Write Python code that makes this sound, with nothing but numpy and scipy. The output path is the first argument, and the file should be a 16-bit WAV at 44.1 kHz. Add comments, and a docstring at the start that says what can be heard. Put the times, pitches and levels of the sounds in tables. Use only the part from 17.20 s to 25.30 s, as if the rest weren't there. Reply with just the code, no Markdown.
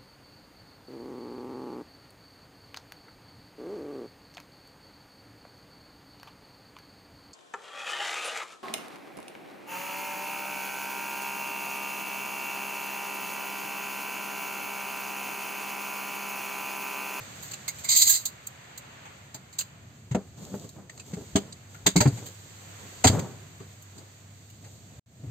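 """Folding a car seat

Inside the cabin, a two-port microphone close to a car seat that is unstrapped, folded and pushed home by hand.
The strap rips and latches crack as bursts of banded noise with rings of the trim; the padded frame thumps as
a decaying sine and rings in its modes; leather and padding shift as uneven noise. Outside air (shaped noise)
and a thin drone (a wavering sine) come through the open door. The sound drops out for a moment near the end."""
import sys
import numpy as np
from scipy import signal
from scipy.fft import rfft, irfft, next_fast_len
from scipy.io import wavfile
from scipy.ndimage import uniform_filter1d

SR = 44100
rng = np.random.default_rng(int(sys.argv[2]) if len(sys.argv) > 2 else 0)


def dump(signal):
    """Clip the signal to [-1, 1] and save it as 16-bit WAV at the path in sys.argv[1]."""
    limited = np.clip(np.atleast_2d(signal).T, -1, 1)
    pcm = np.round(limited * 32767).astype(np.int16)
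    wavfile.write(sys.argv[1], SR, pcm)


N = 357210
T = np.arange(N) / SR
EVENT_SIZE = 15000  # samples kept of each snap or knock

# Outside air through the open door, levels ahead of the overall tone colour:
# time_s, hum_db, mids_db, hiss_db
AIR_LEVELS = [(0, -50.5, -48.5, -48), (.6, -51, -51.5, -52), (1.1, -53.5, -52, -57.5),
              (1.9, -53.5, -52.5, -58), (2.7, -52.5, -60.5, -62.5), (3.4, -47.5, -64.5, -58),
              (3.7, -54, -65, -62.5), (4.1, -49, -58.5, -53), (4.55, -51.5, -61, -59.5),
              (5.2, -54, -54.5, -51), (5.8, -53, -53, -49.5), (6.2, -49.5, -56.5, -54.5),
              (6.9, -57, -59, -57), (7.6, -51, -64.5, -57.5), (8.1, -47.5, -58.5, -59)]
# Spectral shape of the hum: pitch_hz, relative_level_db (per Hz)
HUM_SHAPE = [(18, -44), (30, -15.5), (43, -17), (73, -8.5), (102, -1.5), (120, -2), (241, -13.5),
             (531, -30), (700, -23), (910, -42), (1540, -120)]
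# Hands move the seat, or it settles after a blow; each move is eased in ahead of its start:
# start_s, held_s, t60_s, padding_level_db, leather_level_db
SEAT_MOVES = [(.16, 0.12, .6, -57.5, -51), (.56, 0.048, .5, -63, -48.5), (2.97, 0.019, .2, -42.5, -77),
              (3.18, 0.26, .3, -48.5, -52.5), (3.56, 0.048, .4, -51, -74), (3.72, 0.088, .5, -59.5, -59.5),
              (3.87, 0.13, .6, -52, -55.5), (4.18, 0.076, .3, -46.5, -68), (4.5, 0.13, .5, -61, -60),
              (4.89, 0.18, .3, -47, -49.5), (5.2, 0.34, .6, -59.5, -69), (5.6, 0.39, .3, -55, -58),
              (5.93, 0.018, .55, -26, -45.5), (6.43, 0.037, .7, -66, -62), (6.77, .03, .5, -54.5, -59),
              (7.43, 0.043, .7, -56, -58.5)]
# Snaps of strap, latch and trim, levels ahead of the trim rings and overall tone colour:
# time_s, level_db, mids_db, top_db, t60_s, mid_resonance_hz
SNAP_EVENTS = [(0.2244, -49, -11, 11, 0.3, 865), (.3135, -41, -17, 4, .07, 1500),
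               (0.3356, -37, -8, -1.5, .061, 2600), (0.4807, -29.5, -12.5, 4.5, .07, 1960),
               (.5853, -49, -9.5, 6.5, 0.16, 2300), (.6435, -37, -10, 3.5, 0.18, 2000),
               (.6887, -24, -20.5, 2.5, 0.26, 2140), (0.7623, -22.5, -25.5, 10.5, 0.38, 2150),
               (.817, -15, -33.5, 0.5, 0.084, 2540), (0.8724, -23.5, -18, 11, .08, 3320),
               (0.893, -24, -20.5, 14, 0.19, 1610), (0.9348, -30.5, -22, 6, 0.16, 3290),
               (1.055, -27.5, -24, 7.5, 0.072, 940), (1.2705, -47, -19, 18.5, 0.035, 2180),
               (1.577, -45, -26, 11, 0.055, 1040), (1.854, -57, 7, -1, 0.13, 860),
               (2.145, -39.5, -6.5, 2.5, 0.069, 850), (2.3284, -50.5, -15, 1.5, .14, 2200),
               (2.387, -27.5, -15, 3, 0.084, 2880), (2.4094, -36.5, -8, 4, 0.056, 2600),
               (2.9125, -47.5, 2.5, -3, 0.1, 880), (2.9487, -40, 2, -4.5, .052, 790),
               (3.3434, -57, -5, 8, .21, 834), (3.443, -54.5, -3, 0, .053, 1070),
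               (3.492, -48.5, -15, 4, 0.038, 1070), (3.697, -48.5, -1, -3.5, .052, 1800),
               (3.7768, -48, -8, -3.5, 0.041, 1160), (3.798, -43.5, -7, -7, .054, 2390),
               (3.9357, -47, -1.8, -10.5, 0.062, 810), (4.1589, -24.5, -4.5, -3.5, 0.073, 3020),
               (4.3262, -41.5, -27, -12, 0.033, 802), (4.5447, -60.5, 6, 8, .14, 1370),
               (4.666, -15.5, -5.5, -1.5, .063, 3510), (4.762, -21.5, -10.5, -3.5, 0.098, 2070),
               (4.8057, -22, -3.5, -0.5, 0.095, 880), (4.8551, -42, 0.5, -14, 0.18, 805),
               (4.8758, -36.5, -20, -3, 0.066, 930), (4.9726, -49.5, -1, -3.5, 0.12, 810),
               (5.06, -45.5, -8, 6, .14, 2950), (5.8419, -17.5, -4, -5, 0.11, 858),
               (5.8719, -16.5, -8.5, -3, 0.079, 3060), (5.994, -38, -1.5, 1, 0.044, 832),
               (6.4026, -56, 1, -1.5, .084, 1090), (6.623, -64, -10, 21.5, .041, 920),
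               (6.7793, -49.5, -16, -1, 0.095, 891), (7.3, -56.5, -8, 5, 0.067, 2660),
               (7.4428, -56.5, 0, -7, 0.13, 802)]
# Narrow resonances of the plastic trim: pitch_hz, width_hz, added_level_db
TRIM_RINGS = [(1600, 27, -5.5), (2150, 40, -4), (4010, 270, -2.5), (4686, 50, 4), (6450, 280, -2),
              (6560, 60, 3), (6800, 80, 1.5), (7470, 150, 5), (8380, 100, 3), (12600, 190, -7),
              (16200, 250, -11)]
# Blows on the padded frame, levels ahead of the overall tone colour:
# time_s, thump_level_db, thump_hz, ring_over_thump_db, thump_t60_s, struck_near_hz
KNOCK_EVENTS = [(2.144, -41, 135, 0.5, .096, 851), (2.913, -19.5, 131.4, -13, 0.096, 398),
                (2.948, -19.5, 195.6, 4.5, .12, 444), (3.213, -40, 195, -9, .12, 231),
                (3.319, -31.5, 190, -14, 0.078, 231), (3.34, -30, 200, 7, 0.15, 403),
                (3.439, -41.5, 157, 6.5, .11, 393), (3.933, -26, 186, -4.5, 0.051, 231),
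                (3.969, -41, 106.6, 10.5, 0.077, 406), (4.01, -48.5, 81.6, 13, .13, 447),
                (4.155, -20.5, 200.6, 10, .13, 340), (4.662, -25, 192, 9, 0.16, 300),
                (4.758, -17.5, 179, 9, .13, 270), (4.806, -18.5, 118.8, 6, 0.098, 861),
                (4.857, -8, 138.5, -3, 0.11, 231), (4.878, -17, 120, -8, .07, 345),
                (4.924, -25.5, 115.5, -7.5, 0.2, 248), (5.842, -22, 213, 14.5, 0.15, 869),
                (5.861, -12, 101.5, -5.5, 0.061, 719), (5.896, -14.5, 103, -1.5, .08, 237),
                (5.928, -23, 109.4, -4, 0.27, 231), (5.989, -26.5, 115, 4, 0.096, 256),
                (6.403, -39.5, 132.6, 5, .074, 409), (6.769, -45.5, 103, 6, 0.12, 347),
                (7.459, -49.5, 96, -5, .13, 412), (8.035, -30, 136, -5.5, .18, 371),
                (8.074, -29, 115, -13, 0.09, 231)]
# Frame modes, varied a little at each blow: pitch_hz, relative_level_db, t60_s
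FRAME_MODES = [(175, 1.5, 0.087), (240.6, 3.5, 0.061), (283, 0, 0.078), (344.5, 1.5, 0.047),
               (401, -1.5, 0.083), (469, -4, 0.051), (593, -9.5, 0.1), (641, -4.5, 0.057),
               (775, -10, 0.059), (873, -12, 0.059), (974, -15, 0.045), (1353, -13, 0.066)]
# Overall tone colour: pitch_hz, gain_db
TONE_COLOUR = [(30, -10.5), (50, -19.5), (66, -1), (100, -1), (3600, 1), (4750, 1), (5000, -7), (5900, -2),
               (6400, 4), (7500, 5.5), (8500, -1.5), (9100, -29.5), (11300, -36), (11600, -7.5),
               (15400, -8), (16100, -34)]

MOVE_ATTACK_S = 0.032
PADDING_REST_DB, LEATHER_REST_DB = -64.5, -67
SNAP_RISE_S, PUSH_S = 0.0027, 0.003  # time constants
# A thin steady tone, perhaps a far motor; the attack ends at the start time
DRONE_HZ, DRONE_DB = 98.5, -53
DRONE_START_S, DRONE_HELD_S, DRONE_ATTACK_S = 5.3, 2.47, 5.0
# The strap tearing free
RIP_START_S, RIP_HELD_S, RIP_ATTACK_S, RIP_T60_S, RIP_DB = 0.703, 0.25, 0.03, 0.21, -29
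DROPOUT_START_S, DROPOUT_END_S = 7.795, 7.860
TOP_HZ = 16300


def undb(db):
    """Decibels to linear gain."""
    return 10 ** (np.asarray(db) / 20)


def band(x, lo_hz, hi_hz):
    """Keep the sound between two frequencies."""
    return signal.sosfilt(signal.butter(2, [lo_hz, hi_hz], "bandpass", fs=SR, output="sos"), x)


def unit(x):
    """Scale to an RMS of 1 over both ports."""
    return x / np.sqrt(np.mean(x ** 2))


def colour(x, points):
    """Apply the gain of (Hz, dB) points joined on a log-frequency axis."""
    hz, db = np.transpose(points)
    size = next_fast_len(N)
    f = np.maximum(np.arange(size // 2 + 1) * SR / size, 1)
    gain = undb(np.interp(np.log(f), np.log(hz), db))
    return irfft(rfft(x, size) * gain, size)[..., :N]


def walk(rate, size=N):
    """Wander through random levels, rate of them a second, smoothed twice; spread near 0.67."""
    step = int(SR / rate)
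    held = rng.standard_normal(size)[np.arange(size) // step]
    return 0.9 * uniform_filter1d(uniform_filter1d(held, step), step)


def ports(size, alike, lag_s, grain_db=0.):
    """Noise at both ports: a shared part that reaches the left one lag_s later, and a part of their own."""
    grit = undb(grain_db * rng.exponential(size=size))
    shared = grit * rng.standard_normal(size)
    own = grit * rng.standard_normal((2, size))
    both = np.array([np.roll(shared, int(round(lag_s * SR))), shared])
    return unit(np.sqrt(alike) * both + np.sqrt(1 - alike) * own)


def sides(pan_db):
    """Left and right gains that differ by pan_db, positive to the left."""
    return undb(np.array([[pan_db], [-pan_db]]) / 2)


def add(out, s, x):
    """Lay an event into the scene from time s."""
    i = int(s * SR)
    out[:, i:i + x.shape[1]] += x[:, :N - i]


def fade(t, rise, t60):
    """Gain that rises quickly, then decays by 60 dB per t60."""
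    decay = np.exp(-np.log(1000) * t / max(t60, .01))
    return (1 - np.exp(-t / max(rise, 1e-4))) ** 2 * decay


def swell(start, held, attack, t60):
    """Gain that eases in before the start, holds, then dies away."""
    rise = np.clip((T - start) / max(attack, .001) + 1, 0, 1) ** 2
    return rise * undb(-60 * np.maximum(T - start - held, 0) / max(t60, .01))


def air():
    """Outside air: a wavering hum that is alike at both ports, broad mids and a smooth hiss."""
    time_s, *columns = np.transpose(AIR_LEVELS)
    hum_db, mids_db, hiss_db = (np.interp(T, time_s, c) for c in columns)
    hum = unit(colour(ports(N, 0.96, 0), HUM_SHAPE)) * undb(hum_db + 1.2 * walk(6))
    mids = unit(band(ports(N, 0.14, 0.00045), 350, 2530)) * undb(mids_db + 1.77 * walk(5.1))
    hiss = unit(band(ports(N, 0.095, 0.00043), 3200, 15500)) * undb(hiss_db + 0.8 * walk(7.7))
    return hum + mids + hiss * sides(-4.3)


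def shifting():
    """Uneven stick-slip of padding works the frame; leather faces hiss on each other."""
    padding_gain, leather_gain = undb(PADDING_REST_DB), undb(LEATHER_REST_DB)
    for start, held, t60, padding_db, leather_db in SEAT_MOVES:
        move = swell(start, held, MOVE_ATTACK_S, t60)
        padding_gain = padding_gain + undb(padding_db) * move
        leather_gain = leather_gain + undb(leather_db) * move
    slips = ports(N, 0.76, 0, grain_db=2.5) * undb(2.2 * walk(30))
    body = colour(slips, [(60, -21.5), (130, 6.5), (300, -3.5), (450, -3.5),
                          (850, -12.5), (1300, -18.0), (3000, -35.5)])
    rub = band(ports(N, 0.49, 3e-4, grain_db=2.5) * undb(2.7 * walk(27)), 3500, 16000)
    return padding_gain * unit(body) + leather_gain * unit(rub)


def spray(size, mids_db, top_db, ring_hz):
    """Dense tiny breaks ring the part that snaps; the phone's body shades the left port in the highest treble."""
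    grit = ports(size, 0.35, 4.2e-4, grain_db=2.0) * undb(1.6 * walk(250, size=size))
    resonance = unit(band(grit, 0.971 * ring_hz, 1.108 * ring_hz)) * undb(1.5)
    mids = resonance + undb(1.0) * unit(band(grit, 600, 2600))
    low_treble = unit(band(grit, 4030, 5880)) * sides(-2.0) * undb(-3.0)
    treble = unit(band(grit, 6920, 10600)) * sides(-2.5) * undb(-2.5)
    top = unit(band(grit, 10200, 17000)) * sides(-6.0)
    return undb(mids_db) * mids * sides(1.7) + low_treble + treble + undb(top_db) * top


def snaps():
    """Each snap is a spray that thins out; the cabin lining keeps a fainter tail."""
    out, t = np.zeros((2, N)), T[:EVENT_SIZE]
    tail = undb(-25.0) * fade(t, 0.012, 0.37)
    for s, db, mids_db, top_db, t60, ring_hz in SNAP_EVENTS:
        burst = fade(t, SNAP_RISE_S, t60)
        shape = burst / burst.max() + tail
        # begin a little early, so that the rise falls on the listed time
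        add(out, s - .003, undb(db) * spray(EVENT_SIZE, mids_db, top_db, ring_hz) * shape)
    return out


def trim(x):
    """The panels around add their narrow rings to the snaps and the rip."""
    rung = x
    for hz, width, db in TRIM_RINGS:
        b, a = signal.iirpeak(hz, hz / width, fs=SR)
        rung = rung + undb(db) * signal.lfilter(b, a, x)
    return rung


def drone():
    """A near sine that comes up as the folded backrest clears the doorway; it wavers a little."""
    pitch_hz = DRONE_HZ * (1 + .012 * walk(5))
    tone = np.sqrt(2) * np.sin(2 * np.pi * np.cumsum(pitch_hz) / SR)
    level = undb(DRONE_DB + 1.5 * walk(8))
    return tone * swell(DRONE_START_S, DRONE_HELD_S, DRONE_ATTACK_S, .1) * level


def rip():
    """Hooks letting go in a ragged stream under the louder snaps of the strap."""
    pull = swell(RIP_START_S, RIP_HELD_S, RIP_ATTACK_S, RIP_T60_S)
    return pull * spray(N, -21, 1, 1930) * undb(RIP_DB + 5.0 * walk(70.4))


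def frame_modes(t, near_hz):
    """Decaying frame modes, weaker by 7 dB per octave away from the struck part."""
    modes = 0
    for hz, mode_db, t60 in FRAME_MODES:
        level_chance, pitch_chance, phase = rng.standard_normal(3)
        reach_db = -7 * abs(np.log2(hz / near_hz))
        level = undb(mode_db + reach_db + 2.6 * level_chance)
        tone = np.sin(2 * np.pi * hz * (1 + 0.012 * pitch_chance) * t + phase)
        modes = modes + level * tone * fade(t, 0, t60)
    return modes


def knocks():
    """A soft push swings the padded mass; a short rattle of contacts rings the frame modes."""
    out, t = np.zeros((2, N)), T[:EVENT_SIZE]
    for s, db, hz, ring_db, t60, near_hz in KNOCK_EVENTS:
        sharp = 1 + 0.12 * np.exp(-t / 0.0068)  # the thump starts 12 % sharp
        thump = np.sin(2 * np.pi * hz * t * sharp) * fade(t, PUSH_S, t60)
        modes = frame_modes(t, near_hz)
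        contacts = ports(EVENT_SIZE, 0.88, 0, grain_db=3.0) * fade(t, .5 * PUSH_S, 0.082)
        ring = signal.fftconvolve(contacts, modes[None])[:, :EVENT_SIZE]
        blow = thump / thump.max() + undb(ring_db) * ring / np.abs(ring).max()
        add(out, s - .002, undb(db) * sides(1.6) * blow)
    return out


def scene():
    """Everything that reaches the microphone."""
    return air() + shifting() + trim(snaps() + rip()) + drone() + knocks()


def record(dry):
    """Overall tone colour, rounded peaks, a brief dropout after which the sound eases back, and the cut at the top."""
    ceiling = .8
    rounded = ceiling * np.tanh(colour(dry, TONE_COLOUR) / ceiling)
    back = undb(-12 * np.exp(-np.maximum(T - DROPOUT_END_S, 0) / 0.078))
    gate = np.where(T < DROPOUT_START_S, 1, np.where(T < DROPOUT_END_S, undb(-46.5), back))
    cut = signal.ellip(12, .2, 80, TOP_HZ, fs=SR, output="sos")
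    return signal.sosfilt(cut, gate * rounded)


dry = scene()
out = record(dry)
dump(out)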